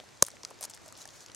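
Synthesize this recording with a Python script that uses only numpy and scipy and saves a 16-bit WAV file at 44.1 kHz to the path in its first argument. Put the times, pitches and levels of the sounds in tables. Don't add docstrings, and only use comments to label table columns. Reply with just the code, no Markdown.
import sys
import numpy as np
from scipy import signal
from scipy.io import wavfile
from scipy.ndimage import uniform_filter1d

SR = 44100
rng = np.random.default_rng(int(sys.argv[2]) if len(sys.argv) > 2 else 0)


def gain_from_db(level_db):
    decades = np.asarray(level_db, float) / 20
    return 10 ** decades


def log_audio(samples):
    frames = np.atleast_2d(samples).T
    limited = np.clip(frames, -1, 1)
    pcm = np.round(limited * 32767).astype(np.int16)
    wavfile.write(sys.argv[1], SR, pcm)


N = 59535

# (frequency [Hz], level [dB])
TICK_COLOUR = [(600, -22), (1500, -12), (3000, -7), (4800, -1), (6500, 0), (9000, -5), (12500, -16),
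               (16500, -30)]


def evened(x):
    return x / np.sqrt(np.mean(x ** 2) + 1e-20)


def read(points, hz):
    f, value = np.transpose(points)
    return np.interp(np.log(hz + 1), np.log(f + 1), value)


def add(mix, s, sound):
    part = mix[:, max(round(s * SR), 0):][:, :sound.shape[1]]
    part += sound[:, :part.shape[1]]


def panned(x, db):
    return x * gain_from_db([[db / 2], [-db / 2]])


def coloured(x, points):
    log_gain = np.log(gain_from_db(read(points, abs(np.fft.fftfreq(2048, 1 / SR)))))
    min_phase = -signal.hilbert(log_gain).imag
    taps = np.fft.ifft(np.exp(log_gain + 1j * min_phase)).real[:512]
    taps /= np.linalg.norm(taps)
    return signal.oaconvolve(x, taps[None], axes=1)[:, :x.shape[1]]


def resonate(x, hz, width_hz):
    r = np.exp(-np.pi * width_hz / SR)
    return signal.lfilter([1, 0, -1], [1, -2 * r * np.cos(2 * np.pi * hz / SR), r * r], x)


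def pair(size, spread):
    z = rng.standard_normal((3, size))
    return z[0] + spread * z[1:]


def air():
    # (frequency [Hz], level [dB])
    hiss_colour = [(15, -33), (25, 11), (568, 4), (1600, -1), (1780, -2), (3060, -6.5), (6380, -5),
                   (14400, -24.5), (16500, -39)]
    # (frequency [Hz], left-right correlation [-1 to 1])
    likeness = [(60, -0.0078), (180, -0.53), (550, 0.113), (1650, 0.433), (4970, 0.925), (15000, -0.23)]
    hiss_db, patch_db, flicker_db = -55, 1.0, 0.4
    hum_hz, hum_width_hz, hum_db = 103.7, 8.1, -69.5
    frames, hz = N // 128 + 5, np.fft.rfftfreq(1024, 1 / SR)
    a, b, c, d, patches = rng.standard_normal((frames, 513, 5)).T
    patches = uniform_filter1d(patches, size=14, axis=0)
    patches = evened(uniform_filter1d(patches, size=12, axis=1))
    same = np.clip(read(likeness, hz), -1, 1)[:, None]
    left, other = a + 1j * b, c + 1j * d
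    right = same * left + np.sqrt(1 - same ** 2) * other
    z = np.array([left, right]) * gain_from_db(read(hiss_colour, hz)[:, None] + patch_db * patches)
    hiss = evened(signal.istft(z, nperseg=1024, noverlap=768)[1][:, :N])
    flicker = evened(uniform_filter1d(rng.standard_normal(N), size=300))
    hum = evened(resonate(rng.standard_normal((2, N)), hum_hz, hum_width_hz))
    return gain_from_db(hiss_db + flicker_db * flicker) * hiss + gain_from_db(hum_db) * hum


def knock(db, hz, length):
    rough_share = 0.3
    t = np.arange(1200) / SR
    swell = t / length * 3
    shape = swell * np.exp(1 - swell)
    rough = evened(resonate(pair(len(t), 0.23), hz * 1.196, hz * 1.14))
    return gain_from_db(db) * shape * (np.sin(2 * np.pi * hz * t) + rough_share * rough)


def leather_knocks():
    # (time [s], level [dB], pitch [Hz], length [s])
    knocks = [(0, -41.5, 633, 0.00246), (.008, -42.5, 634, 0.00227), (0.037, -45, 696, 0.0023),
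              (0.233, -58, 480, 0.0048), (.284, -34.5, 1237, 0.00071), (0.336, -51, 578, 0.0091),
              (0.369, -41.5, 1903, 0.000794), (0.435, -44, 986, 0.00295), (0.4385, -42.5, 464, 0.00272),
              (0.453, -47.5, 1307, 0.0039), (0.509, -41.5, 1029, 0.00259), (0.5127, -42, 597.5, 0.00331),
              (0.505, -56.5, 435, 0.00516), (.609, -44.5, 669.7, 0.00804), (0.614, -43.5, 639, 0.0058),
              (0.6385, -41, 914, 0.004), (0.651, -55.5, 1169, 0.0092), (0.735, -51, 818, 0.00547),
              (0.776, -40.5, 1716, 0.000735), (0.86, -47.5, 607, 0.0043), (0.875, -50, 623, 0.0135),
              (0.924, -46.5, 1242, 0.00356), (1.012, -49, 3960, 0.0099), (1.054, -45, 1740, .004),
              (1.055, -41, 761, 0.00323), (1.079, -53, 604.5, 0.011), (0.45, -38, 2123, 0.00158),
              (1.297, -44.5, 423, 0.0016)]
    out = np.zeros((2, N))
    for s, db, hz, length in knocks:
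        add(out, s, knock(db, hz, length))
    return out


def tick(db, hz):
    creep_s, t60, spike_db = 0.0009, 0.011, 3
    ring_width_hz, ring_db, trim_db, pan_db = 2600, -4, 1, 2
    t = np.arange(900) / SR - creep_s
    fizz = gain_from_db(spike_db * rng.standard_normal(len(t))) * pair(len(t), 0.35)
    creep, decay = gain_from_db(-4 + 14 * t / creep_s), gain_from_db(-60 * t / t60)
    burst = fizz * np.where(t < 0, creep, decay)
    burst[:, np.argmax(t >= 0)] = gain_from_db(20 + 0.5 * (db + 24))
    ring = resonate(resonate(burst, hz, ring_width_hz), hz, ring_width_hz)
    colour = np.array(TICK_COLOUR) * [(hz / 6000) ** 0.6, 1]
    sound = evened(coloured(burst, colour)) + gain_from_db(ring_db) * evened(ring)
    return panned(gain_from_db(db + trim_db) * sound / abs(sound).max(), pan_db)


def strap_ticks():
    # (time [s], peak level [dB], centre [Hz])
    ticks = [(0.088, -46, 4590), (0.173, -47.5, 4740), (0.2391, -28.5, 6700), (0.2488, -28.5, 7040),
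             (0.2534, -44.5, 7270), (0.2612, -39, 9000), (0.273, -39, 9800), (0.2841, -30.5, 8800),
             (0.303, -39.5, 5570), (0.3144, -44, 4850), (0.354, -44, 6050), (0.4328, -29, 4750),
             (0.4492, -26.5, 5650), (0.4757, -52.5, 9000), (0.5887, -44.5, 4530), (0.609, -27.5, 9950),
             (0.6169, -32.5, 8000), (0.6275, -20.5, 8300), (0.6316, -36, 5900), (0.6524, -33.5, 4470),
             (0.6976, -32.5, 8500),
             (0.7363, -33.5, 4670), (0.7426, -40, 6000), (0.747, -37, 8630), (0.7639, -45, 5060),
            (0.7739, -41, 5050), (0.8165, -50.5, 7660), (0.86, -41.5, 6540), (0.88, -38, 8640),
            (0.8871, -43.5, 4450), (0.9242, -34, 7060), (0.9525, -40.5, 3500), (0.966, -42.5, 4150),
            (0.9749, -38.5, 7150), (1.0165, -34.5, 6100), (1.0402, -41.5, 5450), (1.054, -31, 5770),
            (1.0754, -34.5, 6580), (1.0881, -38.5, 4280), (1.104, -43.5, 5440), (1.2055, -37, 5630),
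            (1.223, -46, 6160), (1.2613, -34, 5920), (1.283, -44, 3830), (1.3166, -40.5, 4600),
            (1.3468, -28, 6700),
             (0, -33, 2660),
        (.2650, -30, 9100),
        (0.2677, -30.5, 6190),
        (0.5038, -42, 8450),
        (0.507, -42.5, 6010),
        (0.638, -19, 8640),
        (0.7089, -36.5, 6700),
        (1.298, -40, 1850),
             (0.2328, -33.5, 10000), (0.2389, -32, 9500), (0.264, -30, 9000), (0.2822, -38, 9400),
              (0.2934, -52, 9000), (0.4346, -49.5, 4200), (0.449, -23, 4770), (.455, -52, 7500),
              (0.472, -51, 6000), (0.6113, -33, 12200), (.6198, -40.5, 9000), (.6235, -37.5, 6000),
              (0.6329, -31, 6200), (0.6433, -33, 9100), (0.6492, -27, 6140), (0.6528, -29, 10160),
              (0.6594, -44, 6340), (0.7006, -32, 7020)]
    out = np.zeros((2, N))
    for s, db, hz in ticks:
        add(out, s, tick(db, hz))
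    return out


def scrapes():
    # (start [s], length [s], level [dB])
    strokes = [(0.226, 0.016, -50), (0.267, 0.0207, -50), (0.293, 0.0214, -65), (0.614, 0.0195, -71.5),
               (0.622, 0.0136, -39), (0.636, 0.0145, -39.5), (.645, 0.01208, -39.5), (0.7, 0.0083, -52.5),
               (0.707, 0.0129, -52.5), (0.739, 0.0252, -54.5), (0.807, 0.1295, -59), (0.955, 0.0608, -53),
               (0.984, 0.0708, -51), (1.059, 0.09, -60.5), (1.109, 0.0984, -55), (1.17, 0.0952, -54.5)]
    # (frequency [Hz], level [dB])
    rub_colour = [(290, -35), (500, 0.5), (1090, -2), (2290, -11), (6560, 2.5), (8540, -6.5), (10300, -8),
                  (15800, -23), (16500, -24)]
    grains_per_s, grain_spread_db = 13000, 1.6
    crackle_per_s, crackle_spread_db, crackle_db, crackle_decay_s = 200, 4, -70, 0.000263
    t, stroke = np.arange(N) / SR, np.zeros(N)
    for start, length, db in strokes:
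        stroke += gain_from_db(db) * np.sin(np.pi * np.clip((t - start) / length, 0, 1)) ** 2
    size = np.minimum(rng.exponential(1, (2, N)), 5)
    draw = rng.random((2, N))
    grains = gain_from_db(grain_spread_db * size[0]) * (draw[0] < grains_per_s / SR)
    grains = uniform_filter1d(grains, size=9)
    rub = evened(coloured(grains * pair(N, 0.566), rub_colour))
    sparse = gain_from_db(crackle_spread_db * size[1]) * (draw[1] < crackle_per_s / SR)
    sparse = signal.lfilter([1], [1, -np.exp(-1 / (crackle_decay_s * SR))], sparse)
    crackle = evened(coloured(sparse * pair(N, 0.55), TICK_COLOUR))
    return panned(stroke * rub, 0.81) + gain_from_db(crackle_db) * crackle


def stud_cap():
    # (time [s], level [dB])
    slips = [
        (0.2221, -26),
        (0.2227, -24),
        (0.2232, -21),
        (.2238, -6),
        (.2243, -3),
        (.2252, -6),
        (.2261, -9),
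        (.2271, -18),
        (.2281, -15),
    ]
    # (frequency [Hz], level [dB], t60 [s], left-right [dB])
    modes = [(2311.6, -5, 0.00283, 2.5), (3160, -12.5, 0.00717, 2.5), (3979, -12, 0.0103, 0.5),
             (4474, -3, 0.00494, 4.5), (5450, -8, 0.0092, 4.5), (6403, 7, 0.0056, -1),
             (7480, 4, 0.00381, 2), (8940, -3.5, 0.005, 3.5), (9712, -2, 0.00576, 8.5),
             (10980, -11.5, 0.0059, 6), (11350, -18.5, 0.0056, -1.5), (12197, -4.5, 0.0046, -4.5),
             (13500, -8.5, 0.0056, -2.5), (15280, -11, 0.0049, -5.5)]
    cap_db, spot_db, attack_s = -11.5, 4.5, 0.000244
    drop_s, drop_db, drop_time_s = 0.2288, -14, 0.0012
    out, t = np.zeros((2, N)), np.arange(4000) / SR
    for s, db in slips:
        for hz, mode_db, t60, pan_db in modes:
            turn, apart, spot = rng.standard_normal(3)
            phase = 2 * np.pi * (hz * (t + s) + 0.218 * turn)
            phase = phase + np.array([[1], [-1]]) * 0.227 * apart * hz / 8000
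            level = gain_from_db(db + cap_db + mode_db + spot_db * spot - 60 * t / t60)
            ring = level * np.minimum(t / attack_s, 1) * np.sin(phase)
            add(out, s, panned(ring, pan_db))
    dropped = np.clip((np.arange(N) / SR - drop_s) / drop_time_s, 0, 1)
    return out * gain_from_db(drop_db * dropped)


def leather_body():
    # (frequency [Hz], level [dB], t60 [s], left-right [dB], delay [s])
    modes = [(190, -19.5, 0.017, 14, 0.0011), (420, -27.5, 0.037, -10, 0), (562, -14, 0.037, -1, .00105),
             (1055, -10.5, 0.0155, 1, 0.0014), (1568, -16.5, 0.012, 8, .0)]
    knock_s, attack_s = 0.2238, 0.001
    damp_s, damp_db, damp_time_s = 0.2276, -13, 0.0009
    out, t = np.zeros((2, N)), np.arange(4000) / SR
    for hz, db, t60, pan_db, delay in modes:
        start = knock_s + delay
        ring = gain_from_db(db - 60 * t / t60) * np.minimum(t / attack_s, 1) * np.sin(2 * np.pi * hz * t)
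        ring *= gain_from_db(damp_db * np.clip((t + start - damp_s) / damp_time_s, 0, 1))
        add(out, start, panned(ring, pan_db))
    return out


def scene():
    return air() + leather_knocks() + strap_ticks() + scrapes() + stud_cap() + leather_body()


def roll_off(x):
    return signal.sosfilt(signal.butter(12, 17080, fs=SR, output="sos"), x)


def record(dry):
    low_cut_hz, edge_hz, edge_leak_db = 90, 16100, -15
    x = signal.sosfilt(signal.butter(2, low_cut_hz, "high", fs=SR, output="sos"), dry)
    low = signal.oaconvolve(x, signal.firwin(255, edge_hz, fs=SR)[None], "same", axes=1)
    return roll_off(low + gain_from_db(edge_leak_db) * (x - low))


dry = scene()
out = record(dry)
log_audio(out)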